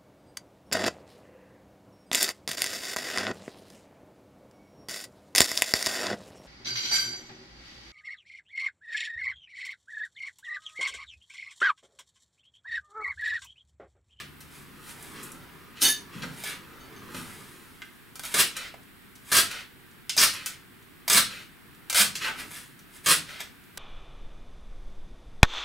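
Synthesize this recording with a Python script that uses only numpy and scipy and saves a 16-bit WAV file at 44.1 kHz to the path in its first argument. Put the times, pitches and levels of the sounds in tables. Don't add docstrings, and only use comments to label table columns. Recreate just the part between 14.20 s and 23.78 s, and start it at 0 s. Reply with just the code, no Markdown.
import sys
import numpy as np
from scipy import signal
from scipy.fft import rfft, irfft, next_fast_len
from scipy.io import wavfile
from scipy.ndimage import uniform_filter1d

SR = 44100
rng = np.random.default_rng(int(sys.argv[2]) if len(sys.argv) > 2 else 0)


def int16_out(signal):
    q = np.round(np.clip(np.atleast_2d(signal).T, -1, 1) * 32767)
    wavfile.write(sys.argv[1], SR, q.astype(np.int16))


N = 422478
TIME = np.arange(N) / SR

# (time [s], travel time [s],
# crunch on landing [dB], its growth on the way [dB], dip where the bunch is loose [dB],
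# push on landing [dB], first crack [dB]). Levels in all tables are relative.
CUTS = [(4.141, 0.0601, -14, 7, 11.5, -24.5, -39), (5.117, 0.0725, -16.5, 7, 0, -26, -30.5),
        (5.977, 0.0591, -16, 8.5, 0.5, -28, -26), (6.899, 0.0806, -15.5, 5, 4, -27, -18),
        (7.746, 0.066, -16, 6.5, 1, -30, -35), (8.861, 0.0611, -18, 7.5, -2.5, -26, -23.5)]


def amp(db):
    return 10 ** (np.asarray(db) / 20)


def unit_power(x):
    return x / np.sqrt(np.mean(x ** 2) + 1e-20)


def unit_energy(x):
    return x / np.sqrt(np.sum(x ** 2) + 1e-20)


def value_at(points, hz):
    freqs, values = np.transpose(points)
    return np.interp(np.log(hz + 1), np.log(freqs + 1), values)


def add(mix, time_s, sound):
    part = mix[max(round(time_s * SR), 0):][:len(sound)]
    part += sound[:len(part)]


def through(x, response):
    return signal.oaconvolve(x, response)[:len(x)]


def colour(points, size=4096):
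    log_gain = np.log(amp(value_at(points, abs(np.fft.fftfreq(size, 1 / SR)))))
    spectrum = np.exp(np.conj(signal.hilbert(log_gain)))
    return np.fft.ifft(spectrum).real[:size // 2]


def tinted(x, points):
    return through(x, unit_energy(colour(points)))


def ring(modes):
    t = TIME[:SR // 2]
    return unit_energy(sum((-1) ** k * amp(db - 60 * t / ring_s) * np.sin(2 * np.pi * hz * t)
                           for k, (hz, db, ring_s) in enumerate(modes)))


def fades(start, end, rise_s, fade_s):
    before = np.maximum(start - TIME, 0) / rise_s
    after = np.maximum(TIME - end, 0) / fade_s
    return np.exp(-np.minimum(before + after, 30))


def swells(rows):
    return np.sqrt(sum((amp(db) * fades(s, s, rise, fade)) ** 2 for s, db, rise, fade in rows))


def strokes(rows, rise_s, sag_db_per_s, fade_s):
    return sum(amp(db - sag_db_per_s * np.clip(TIME - s, 0, length))
               * fades(s, s + length, rise_s, fade_s) for s, length, db in rows)


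def wobble(size, smooth_samples):
    return unit_power(uniform_filter1d(rng.standard_normal(size), smooth_samples))


def crackle(per_s, spread_db, hiss, steady_s=0.0068, size=N):
    breaking = rng.random(size) < per_s / SR
    strength = np.minimum(rng.standard_exponential(size), 3)
    friction = rng.standard_normal(size)
    breaks = breaking * amp(spread_db * strength) * np.sign(friction)
    noise = unit_power(breaks) + hiss * friction
    power = abs(uniform_filter1d(noise ** 2, max(int(steady_s * SR), 2)))
    return noise / np.sqrt(power + 1e-9)


def burst(hz, fade_s, octaves, click, top_hz=12500):
    t = TIME[:SR // 5]
    crack = crackle(per_s=3900, spread_db=2, hiss=0.6, steady_s=0.003, size=len(t)) * np.exp(-t / fade_s)
    crack[0] += click
    freqs = np.geomspace(30, SR / 2, num=120)
    band_db = -10 * np.log10((1 + (np.log2(freqs / hz) / octaves) ** 4) * (1 + (freqs / top_hz) ** 6))
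    return tinted(crack, np.c_[freqs, band_db])


def bursts(rows):
    out = np.zeros(N)
    for s, db, hz, fade_s, octaves in rows:
        add(out, s, amp(db) * burst(hz, fade_s, octaves, click=5))
    return out


def stereo(mid, side, width):
    side = through(side, colour(width))
    return np.array([mid + side, mid - side])


def room_air():
    # (frequency [Hz], level [dB])
    tone = [(15, -32), (25, -6.5), (76, -4.5), (134, -1), (229, -2.5), (277, -0.5), (317, -6.5),
            (363, -3.5), (560, -19.5), (1610, -8.5), (3620, -18), (4740, -23.5), (6560, -28.5), (7710, -23),
            (16000, -20.5)]
    # (frequency [Hz], side minus mid [dB])
    width = [(60, -2.5), (110, -0.5), (200, -2), (380, -1.5), (700, -8), (1290, -2.5), (2380, -4),
             (4400, 0), (8120, -11), (15000, -1.5)]
    mid, side = (unit_power(through(rng.standard_normal(N), colour(tone))) for _ in range(2))
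    return amp(-53.74) * stereo(mid, side, width)


def echoes(near_db, near_fade_s):
    # (frequency [Hz], ring time [s])
    ring_times = [(150, 0.657), (600, 0.271), (2000, 0.299), (5000, 0.2986), (9000, 0.2527), (15000, 0.203)]
    t = TIME[:SR // 2]
    bounces = rng.choice([-1., 1.], len(t)) * (rng.random(len(t)) < 5000 / SR)
    hz, frame_s, bands = signal.stft(bounces, SR, nperseg=256)
    decay = amp(-60 * frame_s / value_at(ring_times, hz)[:, None])
    tail = signal.istft(bands * decay, SR, nperseg=256)[1][:len(t)]
    near = rng.standard_normal(len(t)) * (rng.random(len(t)) < 2500 / SR) * np.exp(-t / near_fade_s)
    return unit_energy(unit_energy(tail * (t > 0.003)) + amp(near_db) * unit_energy(near * (t > 0.0007)))


def kitchen(x, direct_db, patterns=3):
    echoed = np.zeros(N)
    for k in range(patterns):
        share = np.cos(np.pi * (4.3 * TIME + k / patterns)) * np.sqrt(2 / patterns)
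        echoed += through(x * share, echoes(near_db=-2, near_fade_s=0.00243))
    return (echoed + amp(direct_db) * x) / np.hypot(1, amp(direct_db))


def drone():
    # (peak time [s], level [dB], rise [s], fade [s])
    swell = (0.03, -50.5, 0.02, 0.72)
    # (frequency [Hz], level [dB])
    tones = [(75, -6), (148, -3), (223, -15)]
    hum = sum(amp(db) * np.sin(2 * np.pi * np.cumsum(hz + 90 * rng.standard_normal(N)) / SR)
              for hz, db in tones)
    return hum * swells([swell])


def leaf_ticks(per_s=2):
    ticks = amp(-53) * rng.random(N) * (rng.random(N) < per_s / SR)
    return through(ticks, burst(hz=4600, fade_s=0.0033, octaves=1.1, click=3.3))


def sleeves():
    # (peak time [s], level [dB], rise [s], fade [s])
    reaches = [(0.966, -53, 0.52, 0.575), (2.022, -52.5, 0.248, 0.538), (2.998, -51, 0.52, 0.31),
               (8.25, -52, 0.34, 0.0267)]
    # (frequency [Hz], level [dB])
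    tone = [(30, -13.5), (80, -8.5), (160, -3.5), (280, -3), (420, -6.5), (600, -18.5), (800, -14),
            (1250, -6.5), (2000, -14.5), (4000, -21.5), (8000, -29), (16000, -28)]
    rub = crackle(per_s=1500, spread_db=0, hiss=0.925, steady_s=0.18) * swells(reaches)
    return amp(5.5) * tinted(rub, tone)


def leaves():
    # (peak time [s], level [dB], rise [s], fade [s])
    handfuls = [(0.354, -50, 0.049, 0.082), (0.706, -43, 0.05, 0.0214), (0.84, -49.5, 0.098, 0.126),
                (1.054, -51, 0.195, 0.086), (2.2, -45, 0.058, 0.04), (2.285, -36.5, 0.0425, 0.0333),
                (2.972, -41, 0.033, 0.0554), (3.08, -49.5, 0.087, 0.342), (4.053, -33, 0.0094, 0.0272),
                (4.125, -36, 0.0143, 0.012), (5.108, -41.5, 0.0324, 0.0153), (6.136, -35.5, 0.0074, 0.0188),
                (8.2, -40, 0.0206, 0.0326), (8.314, -42.5, 0.0047, 0.0214), (8.36, -40.5, 0.0527, 0.0572),
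                (8.762, -47, 0.0268, 0.025), (8.85, -38, 0.0065, 0.0124)]
    # (frequency [Hz], level [dB])
    tone = [(200, -7.5), (700, -7), (1400, 4), (4000, 0.5), (6000, -3.5), (9500, 2), (12000, -1.5),
            (16000, -14)]
    rustle = crackle(per_s=1200, spread_db=2, hiss=0.836, steady_s=0.061) * swells(handfuls)
    return amp(0.59) * tinted(rustle, tone)


def knocks(board):
    # (time [s], level [dB], pitch [Hz], fade [s], half width [octaves])
    hits = [(2.021, -38, 2590, 0.0175, 0.725), (2.033, -37, 1190, 0.017, 1.07),
            (2.946, -38, 1460, 0.0098, 1.26), (3.619, -37.5, 1870, 0.00564, 0.666),
            (4.541, -40.5, 930, 0.0039, 0.9), (8.02, -37.5, 2490, 0.025, 0.34),
            (8.045, -29.5, 1710, 0.0377, 0.823), (8.083, -34, 1500, 0.0108, 0.89)]
    # (time [s], level [dB])
    bumps = [(1.95, -44), (2.025, -44), (2.945, -44.5), (6.935, -41), (7.79, -42)]
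    blows = bursts(hits)
    thuds = np.zeros(N)
    for s, db in bumps:
        add(thuds, s, amp(db) * unit_power(burst(hz=170.5, fade_s=0.0236, octaves=0.396, click=0.97)))
    return amp(3) * blows + amp(-14) * through(blows, board) + amp(-4.5) * thuds


def slides(board):
    # (time [s], length [s], starting level [dB])
    moves = [(0.0, 0.00344, -35), (0.964, 0.038, -45.5), (1.572, 0.05, -45.5), (1.94, 0.223, -46.5),
             (2.26, 0.0686, -36), (4.366, 0.112, -36.5), (5.31, 0.098, -36), (6.15, 0.196, -40),
             (7.11, 0.1177, -40), (8.02, 0.063, -31.5), (8.19, 0.0127, -37), (9.09, 0.073, -40.5),
             (9.205, 0.0069, -37.5)]
    # (frequency [Hz], level [dB])
    tone = [(60, -8.5), (200, -12.5), (480, -6), (850, -10.5), (1300, 2.5), (2400, 4), (4200, -1),
            (6000, -8.5), (10000, -12.5), (16000, -21)]
    pressure = strokes(moves, rise_s=0.0132, sag_db_per_s=56, fade_s=0.0204)
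    rub = crackle(per_s=3000, spread_db=3.5, hiss=0.186) * pressure
    return amp(-0.23) * tinted(rub, tone) + amp(-29.5) * through(rub, board)


def blade():
    # (time [s], length [s], starting level [dB])
    drag = (1.619, 0.0777, -17)
    # (frequency [Hz], level [dB], ring time [s])
    modes = [(1735, -3.5, .27), (2993, -1.5, .25), (3037, -8, .18), (3653, -4, .15), (3696, -2, .17),
             (4501, 0, .3), (5760, -11, .15), (6277, 0, .21), (6358, -5, .16), (6576, -5, .15),
             (8361, -4, .17), (8550, -7, .14), (9560, -9, .14), (10605, 1, .14), (10702, -4, .12),
             (11470, -8, .14), (12600, -8, .13), (13160, -11, .12), (15060, -4, .13)]
    # (time [s], level [dB])
    touches = [(2.604, -60.5), (2.638, -66), (2.761, -59)]
    # (frequency [Hz], level [dB])
    hiss_tone = [(100, -16.5), (300, 12), (600, -11.5), (1100, -2.5), (2000, 4), (3700, 11.5), (7000, 10),
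                 (7700, 5), (9000, 11), (13000, 7.5), (16000, -47.5)]
    pressure = strokes([drag], rise_s=0.00466, sag_db_per_s=108.5, fade_s=0.014)
    rub = crackle(per_s=2900, spread_db=0.5, hiss=0.32) * pressure
    t, start_s = TIME[:SR // 2], drag[0]
    drive = rub[round(start_s * SR):][:len(t)]
    tones = np.zeros(len(t))
    for hz, db, ring_s in modes:
        freedom = 1 - np.exp(-t * (hz / 500) ** 2)
        chatter = 1 + 0.45 * wobble(len(t), smooth_samples=220)
        tones += amp(db) * unit_energy(chatter * through(drive * freedom, ring([(hz, db, ring_s)])))
    ringing = np.zeros(N)
    add(ringing, start_s, amp(-3.5) * np.linalg.norm(drive) * unit_energy(tones))
    ping = unit_power(ring([mode for mode in modes if mode[0] < 7000]))
    for s, db in touches:
        add(ringing, s, amp(db - 12) * ping)
    return amp(-3) * tinted(rub, hiss_tone), ringing


def snaps(board):
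    # (time [s], level [dB], pitch [Hz], fade [s], half width [octaves])
    stalks = [(0.206, -45.5, 7360, 0.0137, 2.5), (0.826, -43.5, 10000, 0.0062, 0.4),
              (1.03, -42, 10000, 0.0196, 0.5), (1.119, -40, 9130, 0.00354, 0.37),
              (2.238, -33, 5000, 0.0096, 2.9), (3.956, -41.5, 6800, 0.0114, 2.77),
              (3.995, -34.5, 3420, 0.004, 2.7), (4.036, -34, 4700, 0.0038, 2.37),
              (4.367, -32, 4100, 0.0096, 1.35), (4.955, -51, 8000, 0.0116, 1.8),
              (5.312, -36, 3900, 0.0082, 1.4), (5.8945, -24.5, 4160, 0.0099, 0.84),
              (5.966, -29, 6170, 0.016, 2.7), (5.9775, -19, 5190, 0.042, 0.203),
              (6.26, -28.5, 5960, 0.0147, 1.84), (6.8793, -23, 5960, 0.0094, 2.43),
              (6.93, -18.5, 7500, 0.012, 0.61), (6.97, -27.5, 3890, 0.033, 0.133),
              (7.6985, -25.5, 5180, 0.0099, 1.9), (7.728, -27, 3670, 0.0063, 1.9),
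              (7.9533, -29.5, 3620, 0.0161, 1.16), (8.591, -51.5, 4480, 0.0093, 1.9),
              (9.204, -33.5, 3000, 0.0079, 1.8), (9.574, -33, 4160, 0.01, 1.7)]
    first_cracks = [(s, db, 4800, 0.005, 0.9) for s, *_, db in CUTS]
    cracks = bursts(stalks + first_cracks)
    return amp(3) * cracks + amp(-12) * through(cracks, board)


def cut_gains(rise_s=0.00078, push_growth_db=1, push_ease_db=4.5):
    crunch, push = np.zeros(N), np.zeros(N)
    for s, travel_s, crunch_db, growth_db, dip_db, push_db, _ in CUTS:
        depth = np.clip((TIME - s) / travel_s, 0, 1)
        midway = np.sin(np.pi * depth)
        crunch_level = crunch_db - growth_db * (1 - depth) - dip_db * midway
        push_level = push_db - push_growth_db * (1.5 - depth) - (push_ease_db + dip_db / 2) * midway
        crunch += amp(crunch_level) * fades(s, s + travel_s, rise_s, fade_s=0.0168)
        push += amp(push_level) * fades(s, s + travel_s, rise_s, fade_s=0.00977)
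    return crunch, push


def cuts(board):
    # (frequency [Hz], level [dB])
    crunch_tone = [(50, -19), (200, -30), (700, -10.5), (1300, 0.5), (2500, 2), (4200, 3.5), (6300, -1.5),
                   (9000, 3), (12000, -3), (16000, -9.5)]
    # (frequency [Hz], level [dB])
    wood_tone = [(30, -25), (100, -6), (200, 0), (480, -4), (850, -11), (1400, 7), (2400, -11),
                 (4500, -11.5), (16000, -55.5)]
    crunch, push = cut_gains()
    clumps = amp(1.5 * np.clip(wobble(N, smooth_samples=130), -2, 2))
    breaks = clumps * crackle(per_s=2200, spread_db=-1, hiss=0.53) * crunch
    jolts = clumps * crackle(per_s=900, spread_db=-1.5, hiss=0.331) * push
    wood = tinted(jolts, wood_tone) + amp(-2.5) * through(jolts, board)
    return amp(1.83) * tinted(breaks, crunch_tone) + wood


def scene():
    # (frequency [Hz], level [dB], ring time [s])
    board_modes = [(175, -11, .05), (400, -12, .035), (695, -8, .055), (1195, -8, .06), (1336, 2, .05),
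                   (1460, 2, .04), (1590, 4, .04), (2034, -4, .05), (2380, -4, .035), (2608, -5, .045)]
    # (frequency [Hz], side minus mid [dB])
    width = [(60, -5.5), (200, -11.5), (700, -11), (1300, -10.5), (2400, -8.5), (4400, -10), (8100, -20),
             (15000, 0)]
    board = ring(board_modes)
    scrape, ringing = blade()
    work = cuts(board) + snaps(board) + knocks(board) + slides(board) + scrape
    work += leaves() + sleeves() + leaf_ticks()
    mid = kitchen(work + amp(-4.5) * ringing, direct_db=0.5) + ringing + drone()
    side = kitchen(work + ringing, direct_db=-49.5)
    return stereo(mid, side, width) + room_air()


def record(dry):
    # (frequency [Hz], left minus right [dB])
    balance = [(150, 2), (380, -1), (620, -6), (1300, -1), (2400, 0), (9000, 0), (15000, -1.5)]
    ceiling, top_hz = 0.78, 15850
    size = next_fast_len(N)
    hz = np.fft.rfftfreq(size, 1 / SR)
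    gains = amp(np.outer([0.5, -0.5], value_at(balance, hz)))
    heard = irfft(rfft(dry, size) * gains, size)[:, :N]
    limited = heard / (1 + (heard / ceiling) ** 4) ** 0.25
    treble_cut = signal.firwin(511, top_hz, window=("kaiser", 9), fs=SR)
    return signal.oaconvolve(limited, treble_cut[None], "same")


dry = scene()
out = record(dry)
int16_out(out)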